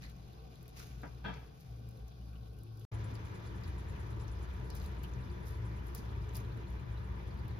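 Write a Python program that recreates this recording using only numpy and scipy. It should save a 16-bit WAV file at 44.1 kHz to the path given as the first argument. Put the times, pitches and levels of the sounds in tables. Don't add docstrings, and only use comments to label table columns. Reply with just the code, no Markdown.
import sys
import numpy as np
from scipy import signal
from scipy.fft import rfft, irfft, next_fast_len
from scipy.io import wavfile
from scipy.ndimage import uniform_filter1d

SR = 44100
rng = np.random.default_rng(int(sys.argv[2]) if len(sys.argv) > 2 else 0)


def to_wav(sig):
    pcm = np.clip(np.atleast_2d(sig), -1, 1) * 32767
    pcm = np.round(pcm).astype(np.int16)
    wavfile.write(sys.argv[1], SR, pcm.T)


N = 335054

# (start [s], end [s])
GAP = (2.8507, 2.915)
# (time [s], deep rumble [dB], air rush [dB])
AIR_LEVELS = [(0.0, -51, -60.5), (0.4, -55, -61.5), (1.27, -52.5, -60), (1.6, -56, -62.5),
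              (1.85, -53.5, -59.5), (2.84, -56, -61.5), (2.94, -45.5, -52.5), (3.11, -44, -52.5),
              (3.4, -45, -53.5), (4.2, -43.5, -53.5), (6.0, -45, -53), (7.6, -43.5, -53.5)]
# (frequency [Hz], density [dB per Hz, relative])
RUMBLE_BEFORE = [(13, -61), (22, -34), (41, -8.5), (59, 4.5), (70, 0.5), (85, -8.5), (99, -7.5), (118, 2),
                 (146, -2), (236, -15), (255, -41), (300, -16.5), (390, -43), (660, -120)]
RUMBLE_AFTER = [(13, -76), (22, -37), (27, -34), (30, -11), (39, -12), (59, -0.5), (85, 4.5), (113, -9),
                (124, 1), (146, -11), (194, -7), (221, -27), (249, -38.5), (300, -27), (390, -44),
                (660, -120)]
RUSH_BEFORE = [(130, -3), (220, -4), (361, -4.5), (388, -10), (428, -2), (610, -10.5), (765, -4),
               (907, -23.5), (1110, -13.5), (1240, -22), (1530, -12), (2210, -73), (2450, -24.5),
               (4970, -24), (6500, -33), (8450, -83), (14300, -120)]
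RUSH_AFTER = [(130, -26), (220, -2.5), (253, -9.5), (305, 1), (351, -1), (610, -9), (857, -10.5),
              (960, -11.5), (1050, -12.5), (1720, -12), (2210, -17.5), (2450, -22), (2780, -23.5),
              (3480, -23.5), (6500, -36), (8450, -60), (14300, -120)]
# (frequency [Hz], density [dB per Hz, relative])
HISS_COLOUR = [(4000, -2), (6000, -2), (8000, -12), (11000, 8.5), (14000, 10), (15600, -11), (15900, 4)]
# (before the gap [dB], after it [dB])
HISS_LEVELS = (-87.5, -85)
# (spread before the gap [dB], after it [dB])
PATCH_SPREADS = (2.0, 1.1)
# (frequency [Hz], width [Hz], gain [dB])
PAN_RESONANCES = [(183, 68, 1.5), (351, 27.2, 3.5), (432.5, 35, 5), (844, 44, 2.5), (918, 47, 9),
                  (1150, 144, 5), (2400, 80, 8), (982, 30, 2), (3500, 40, 6.5), (4980, 33, 10),
                  (6060, 64, 6), (9100, 110, 7.5)]
# (frequency [Hz], level before the gap [dB], level after it [dB])
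WHINE = [(993, -100, -70.5)]
# (time [s], pitch [Hz], level [dB])
FAN_DRONE = [(0.0, 120.7, -70), (1.37, 121.9, -52.5), (1.6, 118.2, -81), (1.72, 116.2, -47),
             (2.16, 115.8, -56.5), (2.54, 110.2, -52.5), (2.84, 109, -47), (2.94, 109.3, -39.5),
             (3.15, 109.8, -45), (3.8, 111.8, -56), (4.17, 110.5, -42.5), (4.95, 109, -84),
             (5.37, 110, -57), (5.65, 111.8, -39), (5.9, 112.8, -60.5), (6.07, 111, -47), (6.6, 112, -44.5),
             (6.77, 112.8, -73), (6.9, 110.2, -43), (7.3, 110.1, -54), (7.6, 111.3, -44.5)]
# (time [s], pitch [Hz], level [dB])
LOW_HUM = [
    [(0.0, 59.9, -51.5), (0.88, 59.9, -59.5), (0.92, 59.9, -47), (1.59, 59.9, -55), (1.63, 60.1, -60),
     (1.7, 59.9, -51.5), (1.88, 65.4, -54), (1.97, 63.1, -59), (2.03, 59.9, -44), (2.15, 60.0, -59),
     (2.24, 59.9, -47), (2.85, 59.9, -59)],
    [(2.93, 58.6, -46), (2.98, 58.6, -63), (3.07, 59.9, -55), (4.16, 59.9, -44), (6.48, 59.9, -46),
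     (6.58, 59.9, -58), (6.76, 60.0, -40.5), (6.87, 59.9, -54), (6.91, 59.9, -44.5), (7.27, 59.9, -46),
     (7.39, 60.0, -45), (7.6, 58.7, -56)],
]
# (frequency [Hz], width [Hz], gain [dB])
CHIRR_BANDS = [(7120, 650, 3.5), (9000, 52, 2), (9500, 600, -2), (10046, 360, 3.5), (10440, 190, -0.5)]
# (time [s], first blow over rattle [dB], thud [dB], ringing [dB], rattle rise [s],
# rattle length [s], fall by 60 dB [s], upper band edge [Hz], longest ring when held [s])
KNOCKS = [(1.034, 26.5, -45, -72.5, .001, 0.0074, 0.17, 1870, 0.025),
          (1.243, 13.5, -50, -61, .007, 0.012, 0.13, 4700, 0.5),
          (1.2605, 25, -59, -70, 0.0011, 0.007, 0.16, 4700, .3),
          (1.283, 22, -49.5, -67.5, 0.0018, 0.018, 0.1, 4500, 0.3),
          (1.315, 10, -52.5, -79, 0.0023, .025, 0.5, 4160, .03)]
# (frequency [Hz], level [dB], 60 dB decay [s])
UTENSIL_MODES = [(193, 0, 0.081), (333, -6, 0.04), (454, -12, 0.27), (548, -8.5, 0.053), (895, -3, 0.05),
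                 (1013, -1, 0.03), (1207, -8, 0.045), (1370, -5, 0.04), (1537, -3.5, 0.065),
                 (1460, -35, 0.54), (1613, -8, 0.03), (2063, -10, 0.022), (2340, -11, 0.02),
                 (2630, -8.5, 0.019), (3310, -5, 0.03), (3800, -21, .018), (4460, -18, 0.025)]
# (direct [dB], scattered [dB])
KNOCK_PATHS = (-7.5, -2.5)
# (time [s], fine fizz [dB], coarse fizz [dB])
FIZZ_LEVELS = [(0.0, -79.5, -71), (1.0, -79.5, -68.5), (2.84, -80.5, -77.5), (2.92, -79, -65),
               (5.0, -79.5, -69), (7.6, -82.5, -71.5)]
# (frequency [Hz], density [dB per Hz, relative])
FINE_COLOUR = [(3000, -32), (5000, -22), (7000, -26), (8500, 3.5), (10500, 9), (12500, 0.5), (14300, 8),
               (15650, -25), (15950, -14)]
COARSE_COLOUR = [(700, -3.5), (1400, 4.5), (2500, 3.5), (5000, -1), (7000, -2.5), (10000, -48),
                 (16000, -39)]
SPLASH_COLOUR = [(2800, -30), (4000, 4.5), (5500, 2.5), (7000, 5.5), (8500, -13)]
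# (time [s], rise [s], hold [s], fall [dB per s],
# fine fizz [dB], coarse fizz [dB], splash [dB])
FLARES = [(0.009, 0.0033, 0.021, 214, -75, -62.5, -77), (0.756, 0.027, 0.0091, 148, -64, -58, -65.5),
          (1.014, .006, 0.0034, 359, -104, -105, -92), (1.588, 0.0058, 0.0066, 364, -79, -80, -81),
          (2.787, 0.0097, 0.016, 360, -83, -88, -84), (4.742, 0.0069, 0.032, 364, -69, -70, -75),
          (4.815, 0.018, 0.013, 364, -74, -70, -82), (5.025, 0.0055, 0.0071, 364, -71, -78, -88),
          (5.45, 0.027, 0.013, 364, -63.5, -80, -69), (5.858, 0.0067, 0.009, 364, -72, -80, -83),
          (5.947, 0.0022, 0.028, 402, -63, -88, -62.5), (6.345, 0.003, 0.021, 402, -59, -62, -69),
          (6.694, .006, 0.0087, 364, -89, -91, -90)]
# (time [s], peak before band filter [dB], lowest [Hz], highest [Hz])
TICKS = [(5.9495, -31.5, 3500, 20000), (6.6, -59, 3500, 8000), (6.2924, -40.5, 3500, 7100),
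         (6.336, -49, 9000, 17400), (4.8, -43, 2100, 10000), (7.1, -51, 3000, 6100),
         (6.369, -53, 4000, 15000), (5.0395, -39, 2200, 4300), (4.7025, -35, 2200, 7900),
         (4.2, -42.5, 3000, 8000), (3.7, -44, 2700, 4600), (1.341, -41, 4200, 6500), (4.6, -48, 2800, 8800)]
# (time [s], ring peak [dB], pitch [Hz],
# spray before band filter [dB])
TIMED_POPS = [(0.03, -44, 4440, -60), (0.0295, -44.5, 1870, -78), (0.037, -46, 2230, -75),
              (0.038, -42, 4200, -70), (0.047, -43, 2040, -75), (0.054, -41, 4300, -65),
              (0.069, -46, 2050, -75), (0.098, -48, 3870, -55), (0.331, -52, 3840, -59),
              (0.5566, -48, 3830, -56), (0.68, -54, 5930, -47), (0.165, -70, 5000, -73),
              (0.255, -70, 5000, -71), (0.629, -59, 5000, -53), (0.692, -65, 5000, -55),
              (0.781, -47, 5100, -62), (0.788, -41, 5360, -60), (0.796, -47, 5600, -65),
              (0.781, -48, 2100, -75), (0.8, -42.5, 1400, -75), (0.815, -49, 1380, -75),
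              (1.0185, -49, 4000, -53), (1.341, -45, 5430, -84), (1.6075, -51, 4930, -53),
              (1.8893, -63, 4000, -50.5), (1.9101, -59, 3860, -55), (1.973, -53.5, 3980, -57),
              (2.0, -55, 3300, -75), (2.0817, -48, 6060, -55), (2.116, -50, 3500, -75),
              (2.355, -48.5, 2850, -75), (2.432, -53, 3740, -75), (2.458, -51, 3400, -75),
              (2.812, -49, 3400, -77), (2.588, -64, 5120, -53), (2.6341, -68, 4010, -50.5),
              (2.7725, -54, 5024, -55), (2.796, -54, 4800, -52), (3.1532, -41, 4840, -53),
              (3.6366, -41, 4880, -57), (3.6801, -46, 3770, -53), (4.2804, -41, 5850, -65),
              (4.703, -48, 3200, -49), (4.7516, -57, 3960, -41.5), (4.767, -42, 5860, -51),
              (4.816, -43, 4000, -70), (4.8574, -43.5, 4020, -65), (4.8615, -60, 4020, -46),
              (4.826, -64, 4000, -58), (5.0345, -59, 4000, -46.5), (5.0388, -39, 3030, -50),
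              (5.047, -62, 4000, -58), (5.1372, -45, 6200, -66), (5.469, -44, 5590, -53),
              (5.869, -60, 3710, -51), (5.9494, -42, 4844, -37), (5.9529, -43, 5653, -46),
              (5.981, -41, 5000, -56), (6.0911, -49, 4015, -71), (6.29, -58, 3623, -74),
              (6.3543, -33, 5050, -39), (6.368, -60, 5060, -34.5), (6.4028, -45, 6390, -64),
              (6.573, -57, 3944, -58), (6.703, -60, 4300, -57), (7.3422, -66, 3625, -58),
              (7.3744, -56, 4304, -59), (7.481, -58, 4290, -50)]
# (ring peak [dB], spray [dB], spread either way [dB], lowest [Hz], highest [Hz])
SMALL_POPS = (-53.5, -69.5, 3.5, 2310, 5502)
# (frequency [Hz], share heard alike [0-1], lag of left [radians], left over right [dB])
MIC_PAIR = [(30.5, .99, 0.6, 3), (66, 1, -0.5, -1), (120.6, 1, 0, 5), (273, 0.5, 0, -0.5),
            (440, 0.3, .8, 0), (650, .3, 2.3, 0), (874, 0.3, 2.8, 0), (1800, 0.27, 3, 1.5),
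            (2470, 0.17, 5, 1), (5700, 0.17, 8, 1.2), (6710, 0.98, 8, 2.5), (8000, 1, 9.5, -4),
            (9040, 1, 9.5, 2.5), (10330, 0.62, 11, -1), (11050, 0.88, 13.2, .3), (12400, 1, 12.2, 0),
            (14200, 0.85, 13.8, -0.5)]

WHINE_WAVER_DB = 1.5
CHIRR_START_S, CHIRR_GAP_S, CHIRR_SLOWING_S = 2.93, .104, 0.000368
CHIRR_DB, CHIRR_FADE_DB_PER_S = -65, 2.5
CHIRR_SPREAD_DB, CHIRR_JITTER_S = 1.5, .004
GRIP_DETUNE = .01
TICK_S, SPRAY_S = 0.0037, 0.011
POP_CYCLES, SMALL_POP_CYCLES = 16.7, 31
SMALL_POPS_BEFORE_DB = -7
ROOM_T60_S = 0.069
CUTOFF_HZ = 16500

T = np.arange(N) / SR
AFTER = T > GAP[1]
SIZE = next_fast_len(N + SR)
HZ = np.maximum(np.arange(SIZE // 2 + 1) * SR / SIZE, 1)


def amp(db):
    return 10 ** (np.asarray(db) / 20)


def rms_one(x):
    return x / np.sqrt(np.mean(x ** 2) + 1e-20)


def in_time(rows):
    s, *columns = np.transpose(rows)
    return [np.interp(T, s, c) for c in columns]


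def over_hz(rows):
    hz, *columns = np.transpose(rows)
    return [np.interp(np.log(HZ), np.log(hz), c) for c in columns]


def colour_gain(rows):
    return amp(over_hz(rows)[0])


def coloured(x, gain):
    return irfft(rfft(x, SIZE) * gain, SIZE)[..., :N]


def band(x, order, low_hz, high_hz):
    return signal.sosfilt(signal.butter(order, [low_hz, high_hz], "band", fs=SR, output="sos"), x)


def drift(rate):
    r = np.exp(-80 * np.pi * rate / SR)
    noise = rng.standard_normal(N // 40 + 2002)
    slow = signal.lfilter([1], [1, -2 * r, r * r], noise)[2000:]
    return np.interp(np.arange(N) / 40, np.arange(len(slow)), rms_one(slow))


def ring(clicks, hz, t60):
    r, w = amp(-60 / (t60 * SR)), 2 * np.pi * hz / SR
    return signal.lfilter([0, np.sin(w)], [1, -2 * r * np.cos(w), r * r], clicks + 1e-18)


def grains(per_s, spread_db, shape=N):
    sizes = amp(spread_db * np.minimum(rng.exponential(1, shape), 5))
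    signs = rng.choice([-1, 1], shape)
    return sizes * signs * (rng.random(shape) < per_s / SR)


def hollows():
    peaks = [amp(db / (1 + (2 * (HZ - hz) / width) ** 2)) for hz, width, db in PAN_RESONANCES]
    return np.prod(peaks, axis=0)


def two_colours(x, before, after, extra=1):
    first, second = (rms_one(coloured(x, extra * colour_gain(c))) for c in (before, after))
    return np.where(AFTER, second, first)


def patchy(x, depth_db, rate):
    place = 2 * np.log2(np.clip(HZ, 250, 8000) / 250)
    spectrum = rfft(x, SIZE)
    out = 0
    for k in range(11):
        weight = np.maximum(1 - np.abs(place - k), 0)
        out = out + amp(depth_db * drift(rate)) * irfft(spectrum * weight, SIZE)[..., :N]
    return out


def kitchen_air():
    rumble_db, rush_db = in_time(AIR_LEVELS)
    white = rng.standard_normal((3, N))
    rumble = amp(rumble_db) * two_colours(white, RUMBLE_BEFORE, RUMBLE_AFTER)
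    patter = rms_one(grains(per_s=2500, spread_db=4.0, shape=(3, N)))
    rush = two_colours(white[:, ::-1] + 0.51 * patter, RUSH_BEFORE, RUSH_AFTER, hollows())
    rush = patchy(rush, depth_db=np.where(AFTER, PATCH_SPREADS[1], PATCH_SPREADS[0]), rate=4.3)
    rush = amp(rush_db + 0.51 * drift(13.0)) * rush
    hiss = rms_one(coloured(white, hollows() * colour_gain(HISS_COLOUR)))
    hiss = hiss * amp(np.where(AFTER, HISS_LEVELS[1], HISS_LEVELS[0]))
    return rumble + rush + hiss


def hum():
    out = np.zeros(N)
    for hz, before_db, after_db in WHINE:
        level_db = np.where(AFTER, after_db, before_db) + WHINE_WAVER_DB * drift(7.3)
        out += amp(level_db) * np.sin(2 * np.pi * hz * T)
    for hz, db in (in_time(FAN_DRONE), in_time([*LOW_HUM[0], *LOW_HUM[1]])):
        out += amp(db) * np.sin(2 * np.pi * np.cumsum(hz) / SR)
    return np.sqrt(2) * out


def chirr(rise_s=0.008, count=42):
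    k = np.arange(count)
    late, strong = rng.standard_normal((count, 2)).T
    s = CHIRR_START_S + CHIRR_GAP_S * k + CHIRR_SLOWING_S * k * k / 2 + CHIRR_JITTER_S * late
    ages = np.maximum(T - s[:, None], 0) / rise_s
    levels_db = CHIRR_DB - CHIRR_FADE_DB_PER_S * (s - s[0]) + CHIRR_SPREAD_DB * strong
    puffs = amp(levels_db) @ (ages * np.exp(1 - ages))
    bands = sum(amp(db) / (1 + (2 * (HZ - hz) / width) ** 2) for hz, width, db in CHIRR_BANDS)
    return puffs * rms_one(coloured(rng.standard_normal(N), bands))


def knocks():
    out, age = np.zeros(N), np.arange(SR) / SR
    for s, strike_db, thud_db, ring_db, rise, length, fading, bright_hz, longest in KNOCKS:
        fall_db = -60 * np.maximum(age - rise - length, 0) / fading
        shake = np.minimum(age / rise, 1) * amp(np.maximum(fall_db, -200))
        contacts = rms_one(grains(per_s=2500, spread_db=2.0, shape=SR)) * shake
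        contacts[0] += amp(strike_db)
        knock = amp(thud_db) * signal.lfilter([.45], [1, -.9], contacts)
        for hz, db, t60 in UTENSIL_MODES:
            pitch = hz * (1 + GRIP_DETUNE * rng.standard_normal())
            knock += amp(ring_db + db) * ring(contacts, pitch, min(t60, longest))
        out[round(s * SR):][:SR] += band(knock, 3, 90, bright_hz)
    return out


def gurgle(per_s, cycles, below_rush_db, low_hz, high_hz, dull):
    born = grains(per_s * amp(2.5 * drift(6)), spread_db=2.2)
    pitches = np.geomspace(low_hz, high_hz, 20)
    dealt = rng.integers(0, len(pitches), N)
    rings = sum(ring(born * (dealt == k), hz, cycles / hz) for k, hz in enumerate(pitches))
    dulled = signal.lfilter([.1], [1, -dull], rings)
    return amp(in_time(AIR_LEVELS)[1] + below_rush_db) * rms_one(dulled)


def fizz():
    swarm = grains(per_s=9000 * amp(3.0 * drift(40)), spread_db=4.0, shape=(3, N))
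    gains = np.vstack([amp(in_time(FIZZ_LEVELS)), np.zeros(N)])
    for s, rise, hold, fall_db, *levels_db in FLARES:
        fall = amp(-fall_db * np.clip(T - s - rise - hold, 0, .5))
        gains += amp(levels_db)[:, None] * np.clip((T - s) / rise, 0, 1) * fall
    out = 0
    for gain, colour in zip(gains, (FINE_COLOUR, COARSE_COLOUR, SPLASH_COLOUR)):
        out = out + gain * rms_one(coloured(swarm, hollows() * colour_gain(colour)))
    return out


def ticks():
    out, t = np.zeros(N), np.arange(500) / SR
    for s, db, low_hz, high_hz in TICKS:
        noise = rng.standard_normal(len(t))
        burst = (noise + 2 * (t == 0)) * amp(db - 60 * t / TICK_S)
        out[round(s * SR):][:len(t)] += band(burst, 2, low_hz, high_hz)
    return out


def small_pops(count):
    peak_db, spray_db, spread_db, low_hz, high_hz = SMALL_POPS
    when, pitch, ping, spray = rng.random((count, 4)).T
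    s = when * T[-1]
    ping_db = peak_db + SMALL_POPS_BEFORE_DB * (s < GAP[0]) + spread_db * (2 * ping - 1)
    hz = low_hz * (high_hz / low_hz) ** pitch
    return list(zip(s, ping_db, hz, spray_db + spread_db * (2 * spray - 1)))


def pops():
    size = 2000
    out, t = np.zeros(N + size), np.arange(size) / SR
    rows = [(*row, POP_CYCLES) for row in TIMED_POPS]
    rows += [(*row, SMALL_POP_CYCLES) for row in small_pops(count=150)]
    sprays = band(rng.standard_normal((len(rows), size)), 3, 6500, 15000)
    for (s, db, hz, spray_db, cycles), spray in zip(rows, sprays):
        ping = np.sin(2 * np.pi * hz * t) * amp(db - 60 * t * hz / cycles)
        i = round(s * SR)
        out[i:i + size] += ping + amp(spray_db - 60 * t / SPRAY_S) * spray
    return out[:N]


def walls(x):
    t = np.arange(SR // 2) / SR
    tails = rfft(rng.standard_normal((2, len(t))) * amp(-60 * t / ROOM_T60_S), SIZE)
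    return coloured(x, tails / np.sqrt(uniform_filter1d(np.abs(tails) ** 2, size=500)))


def microphones(shared, scattered):
    share, lag, pan_db = over_hz(MIC_PAIR)
    share = np.clip(share, 0, 1)
    side = np.array([[1], [-1]])
    pan = amp(side * pan_db / 2)
    alike = coloured(shared, pan * np.sqrt(share) * np.exp(-.5j * side * lag))
    return alike + coloured(scattered, pan * np.sqrt(1 - share))


def scene():
    wide = kitchen_air() + fizz()
    low_gurgle = gurgle(per_s=140, cycles=10.4, below_rush_db=-6, low_hz=126, high_hz=630, dull=0.924)
    high_gurgle = gurgle(per_s=450, cycles=40.0, below_rush_db=-12, low_hz=895, high_hz=4225, dull=0.65)
    near = low_gurgle + AFTER * high_gurgle + pops() + ticks() + chirr()
    knock = knocks()
    common = hum() + knock * amp(KNOCK_PATHS[0])
    scattered = wide[1:] + walls(near + amp(KNOCK_PATHS[1]) * knock)
    return microphones(wide[0] + near, scattered) + common * amp([[1.2], [-1.2]])


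def record(dry):
    gate = np.where(AFTER, np.clip((T - GAP[1]) / 0.0047, 0, 1), T < GAP[0])
    return signal.sosfilt(signal.cheby2(18, 60, CUTOFF_HZ, fs=SR, output="sos"), dry * gate)


dry = scene()
out = record(dry)
to_wav(out)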